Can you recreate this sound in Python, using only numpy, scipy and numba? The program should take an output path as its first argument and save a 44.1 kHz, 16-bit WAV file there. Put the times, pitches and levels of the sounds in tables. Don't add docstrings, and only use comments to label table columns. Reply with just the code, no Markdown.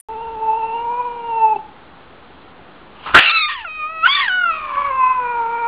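import sys
import numpy as np
from scipy import signal
from scipy.io import wavfile
from scipy.ndimage import uniform_filter1d
from numba import njit

SR = 44100
rng = np.random.default_rng(int(sys.argv[2]) if len(sys.argv) > 2 else 0)


def generate_wav(sig):
    pcm = np.round(np.clip(np.atleast_2d(sig).T, -1, 1) * 32767).astype(np.int16)
    wavfile.write(sys.argv[1], SR, pcm)


def invert_db(level):
    return 10 ** (np.asarray(level, dtype=float) / 20)


N = 250047
T = np.arange(N) / SR
PHONE_RATE_HZ = 8000

# frequency in Hz, density in dB per Hz.
ROOM_HISS = [(18, -44), (30, -15.5), (161, -4), (329, -3), (688, -9), (794, -4), (1040, -8.5), (1120, -1),
             (1840, -20.5), (3470, -16.5), (4000, -22), (5200, -49), (8800, -120)]
# centre in seconds, half length in seconds, level in dB.
HAND_GRIPS = [
    (.3, 0.46, -52.5),
    (3.17, 0.035, -28),
    (3.5, .3, -47),
    (4.05, 0.15, -55),
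    (4.9, .4, -48.5),
]
# frequency in Hz, width in Hz, level in dB.
OPENING_HISS = [(9330, 460, -40), (11900, 1800., -51), (7500., 600, -61), (13660, 380, -70),
                (1490, 3900, -59)]
# start in seconds, peak in dB, resonance in Hz, thump in
# dB, top in dB.
THROAT_CATCHES = [
    (1.56, -8.5, 830, -12, -17),
    (2.589, -34, 834, 0.5, -23),
    (3.057, -39, 1200, -6, -36),
    (3.071, -26.5, 895, -15, -20),
    (3.49, -17, 1052, -36, -18),
]
# time in seconds, level in dB, lower resonance in Hz, upper minus lower in dB.
SPIT_BLAST = [
    (2.95, -53.5, 1211, -1.5),
    (3.055, -39, 1020, 0),
    (3.065, -25.5, 975, -9.5),
    (3.135, -32.5, 1273, -7.5),
    (3.143, -13.5, 1300, -17),
    (3.15, 6, 1350, -19),
    (3.19, -6, 1550, -3.5),
    (3.22, -31, 1980, 10),
    (3.26, -48, 2214, 22),
]
# centre in seconds, half length in seconds, added irregularity from 0 to 1.
VOICE_BREAKS = [(.5, .8, .1), (1.585, .035, .45), (3.25, .075, .65), (3.37, .035, .3), (3.515, .032, .88),
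                (3.6, .045, .15), (4.068, .018, .35), (4.19, .095, .5), (4.62, .1, .35), (4.82, .12, .2),
                (5.4, .45, .08)]
BREAK_AIR_DB = [-67, -63, -22, -36.5, -31, -40.5, -25, -29.5, -43.5, -38, -44.5]
# start in seconds, length in seconds,
# first pitch in Hz, last pitch in Hz, level in dB.
SECOND_VIBRATION = [
    (3.249, .215, 2360, 2156, -20.5),
    (3.478, 0.089, 1867, 1833, -25),
    (4.149, 0.12, 1880, 1854, -20),
    (4.532, .18, 1157, 1057, -27.5),
    (4.7, 0.16, 1057, 1017, -23.5),
    (4.856, .13, 1025, 992, -31.5),
]
# centre in seconds, gain in dB, half length in seconds.
BREATH_PUSHES = [(.435, 5, .02), (.492, 9, .02), (.535, 5, .012), (.93, 4, .03), (.985, -6, .006),
                 (1.005, 6, .014), (1.435, 5.5, .025), (3.297, 5, .004), (3.345, -3, .006),
                 (4.053, -6, .003), (4.061, 3, .003), (4.068, -5, .003), (4.153, 3, .003),
                 (4.274, -8, .005), (4.284, 9, .004), (3.652, 5, .006), (5.11, 3, .02), (4.783, 11, .013),
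                 (4.839, -12, .005), (4.852, 4, .008), (4.9, -6, .006)]
# pitch in Hz, 1st harmonic in dB, 3rd harmonic in dB.
CHEST_REGISTER = [(493, -32, -32.5), (507.7, -54, -42), (541, -30.5, -37), (632.4, -49, -49),
                  (624, -38, -40.5), (740, -40.5, -41.5), (905, -31.5, -46), (1110, -23, -28.5)]
# frequency in Hz, gain in dB.
OPEN_MOUTH = [(1600, 11.5), (1900, -4), (2250, -6.5), (2600, 1.5), (3400, 0.5), (3650, -1), (3950, -4.5),
              (4500, -13)]
# start in seconds, end in seconds.
HEAD_SPELLS = [
    (3.2, 3.646),
    (4.072, 4.208),
]
# time in seconds, pitch in Hz, throat level in dB, mouth
# ring in dB.
MOAN_PHRASE = [(.087, 438.5, -29.5, -56.5), (.23, 459, -29.5, -47), (.37, 447.7, -29.5, -55.5),
               (.5, 441.4, -21, -46.5), (.7, 453.7, -23.5, -38.5), (.8, 464.8, -22.5, -40),
               (.88, 474, -22.5, -53.5), (.98, 485, -21.5, -43),
               (1.1, 478, -23, -48), (1.22, 473, -30, -49), (1.31, 460, -22, -42), (1.39, 448, -18, -38),
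               (1.47, 440, -15, -38), (1.532, 430, -14.5, -39), (1.548, 410, -21, -52),
               (1.572, 398, -33, -58), (1.6, 385, -44, -62)]
# time in seconds, pitch in Hz, throat level in dB, mouth ring in dB.
SCREAM_PHRASE = [(3.22, 1441, -27.5, -32), (3.26, 1352, -28.5, -16), (3.33, 1333, -22.5, -21),
                 (3.365, 1317, -14.5, -14.5), (3.4, 1300, -27, -20.5), (3.435, 1217, -25, -18.5),
                 (3.53, 1190, -30, -38.5), (3.59, 944, -33.5, -34.5), (3.642, 848.4, -42.5, -47.5)]
# time in seconds, pitch in Hz, throat level in dB, mouth ring in dB.
HOLD_PHRASE = [(3.65, 708, -29.5, -45), (3.686, 622.7, -35, -32), (3.73, 630, -42, -32.5),
               (3.839, 612.6, -24.5, -31), (3.93, 647, -32, -41.5), (4.022, 638.5, -28, -32.5),
               (4.042, 670, -9.5, -26.5), (4.07, 757.6, -6.5, -22)]
# time in seconds, pitch in Hz, throat level in dB, mouth ring in dB.
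LEAP_PHRASE = [(4.075, 1005, -18.5, -26.5), (4.095, 1100, -18.5, -17.5), (4.128, 1171, -28.5, -16.5),
               (4.165, 1153, -23.5, -18.5), (4.203, 1125, -16, -23.5)]
# time in seconds, pitch in Hz, throat level in dB, mouth ring in dB.
FALL_PHRASE = [(4.209, 1110, -19.5, -33.5), (4.26, 940, -24.5, -30), (4.3, 742, -17, -33)]
# time in seconds, pitch in Hz, throat level in dB, mouth ring in dB.
SLIDE_PHRASE = [(4.321, 740, -16.5, -29), (4.395, 734.3, -17, -36), (4.511, 656, -14.5, -31),
                (4.519, 648, -26, -28), (4.629, 606, -31.5, -39.5), (4.739, 569.7, -25.5, -44.5),
                (4.862, 563.5, -18, -34), (4.921, 534.3, -20, -40)]
# time in seconds, pitch in Hz, throat level in dB, mouth ring in dB.
YOWL_PHRASE = [(4.99, 521.8, -17.5, -36.5), (5.038, 510.9, -10.5, -28), (5.132, 514.1, -16, -35.5),
               (5.199, 496.4, -21, -42), (5.298, 477.4, -21.5, -34), (5.402, 468.7, -17.5, -45.5),
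               (5.451, 458, -21.5, -47.5), (5.589, 471.7, -22, -36.5), (5.67, 464.4, -17, -36)]


def noise():
    return rng.standard_normal(N)


def unit(x):
    return x / np.sqrt(np.mean(np.abs(x) ** 2))


def lowpass(x, hz, order):
    return signal.sosfilt(signal.butter(order, hz, fs=SR, output="sos"), x)


@njit
def band(x, hz, width):
    y, b, l = np.empty(len(x)), 0., 0.
    for i in range(len(x)):
        g, k = np.tan(np.pi * hz[i] / SR), width / hz[i]
        v = (b + g * (x[i] - l)) / (1 + g * (g + k))
        b, l, y[i] = 2 * v - b, l + 2 * g * v, k * v
    return y


def ringing_noise(hz, width_hz, passes=1):
    x = noise()
    for _ in range(passes):
        x = band(x, np.full(N, hz, float), width_hz)
    return unit(x)


def flutter(hz):
    return unit(lowpass(noise(), hz, order=2) + 1j * lowpass(noise(), hz, order=2))


def bump(s, half, order=2):
    return np.exp(-((T - s) / half) ** order)


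def columns(rows):
    s, *cols = np.transpose(rows)
    gate = uniform_filter1d(1. * ((T > s[0]) & (T <= s[-1])), size=300)
    return [np.interp(T, s, c) for c in cols] + [gate]


def room_tone():
    hiss = 0
    hzs, dbs = np.transpose(ROOM_HISS)
    for hz in 40 * 2 ** np.arange(0, 6.7, 1 / 3):
        db = np.interp(np.log(hz), np.log(hzs), dbs) + 10 * np.log10(hz)
        hiss = hiss + invert_db(db + 0.42 * flutter(9).real) * ringing_noise(hz, hz / 4)
    grip = invert_db(-57.5) + sum(invert_db(db) * bump(s, half) for s, half, db in HAND_GRIPS)
    rumble = unit(band(lowpass(noise(), 78, order=4), np.full(N, 65.), 41.0))
    return invert_db(-42.5) * unit(hiss) + grip * rumble


def gain_control(sound):
    over = np.maximum(uniform_filter1d(np.abs(sound), size=800) - .24, 0)
    leak = 1 / (.5 * SR)
    duck_db = -450 * signal.lfilter([leak], [1, leak - 1], over)
    return invert_db(duck_db)


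def walls(sound):
    t60_s, delay_s = .5, .004
    t = T[:SR // 2] - delay_s
    tail = rng.standard_normal(len(t)) * (t > 0) * invert_db(-60 * t / t60_s)
    tail = signal.sosfilt(signal.butter(2, [550, 2000], "band", fs=SR, output="sos"), tail)
    return invert_db(-24) * signal.fftconvolve(sound, tail / np.sqrt(np.sum(tail ** 2)))[:N]


def swallows():
    out, peak_s = np.zeros(N), .004
    for s, db, hz, thump_db, top_db in THROAT_CATCHES:
        t = np.maximum(T - s, 0)
        ring = np.sin(2 * np.pi * hz * t)
        ring += invert_db(thump_db) * np.sin(2 * np.pi * 390 * t)
        ring += invert_db(top_db) * np.sin(2 * np.pi * 2650 * t)
        out += .5 * invert_db(db) * ring * t / peak_s * np.exp(1 - t / peak_s)
    return out


def air():
    spit_db, low_hz, upper_db, gate = columns(SPIT_BLAST)
    spit = gate * invert_db(spit_db)
    breath = sum(invert_db(db) * bump(s, half, order=4) for (s, half, _), db in zip(VOICE_BREAKS, BREAK_AIR_DB))
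    shut = np.interp(T, (4.3, 4.9), (0, 1))
    open_hz, closed_hz = 1800, 1300.
    low_hz = np.where(T < SPIT_BLAST[-1][0], low_hz, open_hz + shut * (closed_hz - open_hz))
    low = ringing_noise(uniform_filter1d(low_hz, size=4000), 650., passes=2)
    high = ringing_noise(2760 - 400 * shut, 950., passes=2)
    buffet = ringing_noise(560., 1300.0)
    blast = spit * (low + invert_db(upper_db) * high + invert_db(-8.5) * buffet)
    leak = invert_db(-3) * low + invert_db(1.5 - 6 * shut) * high + invert_db(-8.5 - 12.5) * buffet
    blast = blast + breath * invert_db(1.8 * flutter(90).real) * leak
    return invert_db(2.5 * flutter(60).real) * blast


def whine():
    out, fade_s = 0, 0.0061
    for s, length, first_hz, last_hz, db in SECOND_VIBRATION:
        hz = first_hz + (last_hz - first_hz) * np.clip((T - s) / length, 0, 1) ** 0.82
        shape = np.clip(np.minimum(T - s, s + length - T) / fade_s, 0, 1)
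        tone = np.exp(2j * np.pi * np.cumsum(hz) / SR) * (0.67 + 0.62 * flutter(60))
        out = out + shape * invert_db(db) * tone.real
    return out


def push_db():
    shake = (T > 4.397) * (T < 4.474) * (-np.cos(2 * np.pi * 43 * (T - 4.405)) - .15)
    return sum(db * bump(s, half) for s, db, half in BREATH_PUSHES) + 5 * shake


def register_levels(hz, db, top_db, third_db):
    pitches, firsts, thirds = np.transpose(CHEST_REGISTER)
    gape_hz, gape_db = np.transpose(OPEN_MOUTH)
    weak = .3 * (db + 17.5)
    head = sum((T > a) & (T < b) for a, b in HEAD_SPELLS) > 0
    db1 = np.where(head, db, np.interp(hz, pitches, firsts) + weak)
    db2 = np.where(head, top_db + np.interp(2 * hz, gape_hz, gape_db), db)
    chest3 = np.interp(hz, pitches, thirds) + weak + third_db
    db3 = np.where(head, top_db + np.interp(3 * hz, gape_hz, gape_db), chest3)
    return [uniform_filter1d(v, size=200) for v in (db1, db2, db3)]


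def upper_harmonics(hz, top_db, db2, open_db, skirt_db, mouth_hz):
    k = np.arange(4, 10)[:, None]
    lips = invert_db(open_db) * np.clip((hz - 560) / 80, 0, 1) / (1 + ((k * hz - 3650) / 250) ** 2)
    upper = 1 / (1 + ((k * hz - mouth_hz) / 90) ** 2) ** 2
    upper = upper / np.sqrt(np.sum(upper ** 2, axis=0)) + lips + invert_db(skirt_db) * (4 / k) ** 5.7
    upper = upper * (k * hz < PHONE_RATE_HZ / 2) * invert_db(top_db) * np.clip((850 - hz) / 100, 0, 1)
    upper[0] += invert_db(db2 - 16) * (hz > 820) * (hz < PHONE_RATE_HZ / 8)
    return upper


def voice(rows, nose_db, open_db, third_db, skirt_db, mouth_hz, waver, nose_hz, nose_width_hz):
    hz, db, top_db, gate = columns(rows)
    hz = hz * (1 - .12 * bump(3.305, .009, order=4))
    push = push_db() + 1.2 * waver * flutter(26).real
    db, top_db = db + push, top_db + np.where(hz > 850, 1, .4) * push
    db1, db2, db3 = register_levels(hz, db, top_db, third_db)
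    rough = .055 + sum(share * bump(s, half, order=4) for s, half, share in VOICE_BREAKS)
    rough = np.clip(rough, 0, .95)
    tremor = .1 * waver * np.minimum(rough, .16) * flutter(18).real + .045 * rough * flutter(70).real
    phase = 2 * np.pi * np.cumsum(hz * (1 + tremor)) / SR
    upper = upper_harmonics(hz, top_db, db2, open_db, skirt_db, mouth_hz)
    out = 0
    for n, size in enumerate([invert_db(db1), invert_db(db2), invert_db(db3), *upper]):
        share = np.minimum(rough * (.4 if n == 0 else .3 + .4 * n), .95)
        fold = np.sqrt(1 - share ** 2) * invert_db(1.3 * flutter(35).real) + share * flutter(120)
        out = out + np.sqrt(2) * size * (fold * np.exp(1j * (n + 1) * phase)).real
    nose_level = invert_db(0.39 * db2 + nose_db) * np.clip((600 - hz) / 100, 0, 1)
    return (out + nose_level * ringing_noise(nose_hz, nose_width_hz)) * gate


def scene():
    moan = voice(MOAN_PHRASE, nose_db=-35.0, open_db=-40, third_db=-13, skirt_db=-17,
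                 mouth_hz=2596, waver=0.98, nose_hz=830., nose_width_hz=34.0)
    cry = SCREAM_PHRASE + HOLD_PHRASE + LEAP_PHRASE + FALL_PHRASE + SLIDE_PHRASE + YOWL_PHRASE
    yowl = voice(cry, nose_db=-33.5, open_db=-21, third_db=1.86, skirt_db=-8,
                 mouth_hz=2410, waver=.5, nose_hz=1280.0, nose_width_hz=130.0)
    second = whine()
    sum_tone = band(yowl * second, np.full(N, 3500.), 500.)
    cat = moan + yowl + second + 6.4 * sum_tone + air() + swallows()
    return (cat + walls(cat) + gain_control(cat) * room_tone())[None]


def top_cut(x):
    return signal.sosfilt(signal.butter(12, 15700, fs=SR, output="sos"), x)


def record(dry):
    overloaded = np.clip(dry[0], -.96, .96)
    narrow = signal.sosfiltfilt(signal.butter(14, 4090, fs=SR, output="sos"), overloaded)
    mirrored = narrow * (1 + 2 * np.cos(2 * np.pi * PHONE_RATE_HZ * T))
    smooth = signal.sosfiltfilt(signal.butter(8, 4150, fs=SR, output="sos"), mirrored)
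    smooth = signal.sosfiltfilt(signal.ellip(8, .2, 30, 4880, fs=SR, output="sos"), smooth)
    smooth = smooth - 0.14 * np.sign(smooth) * np.maximum(np.abs(smooth) - .7, 0) ** 2
    start_s = .0862
    out = np.clip(smooth - .0035, -.99, .99) * (T > start_s)
    hiss = sum(invert_db(db) * ringing_noise(hz, width, passes=2) for hz, width, db in OPENING_HISS)
    out = out + hiss * np.clip(1 - T / 0.011, 0, 1) ** 0.53
    return top_cut(out[None])


dry = scene()
out = record(dry)
generate_wav(out)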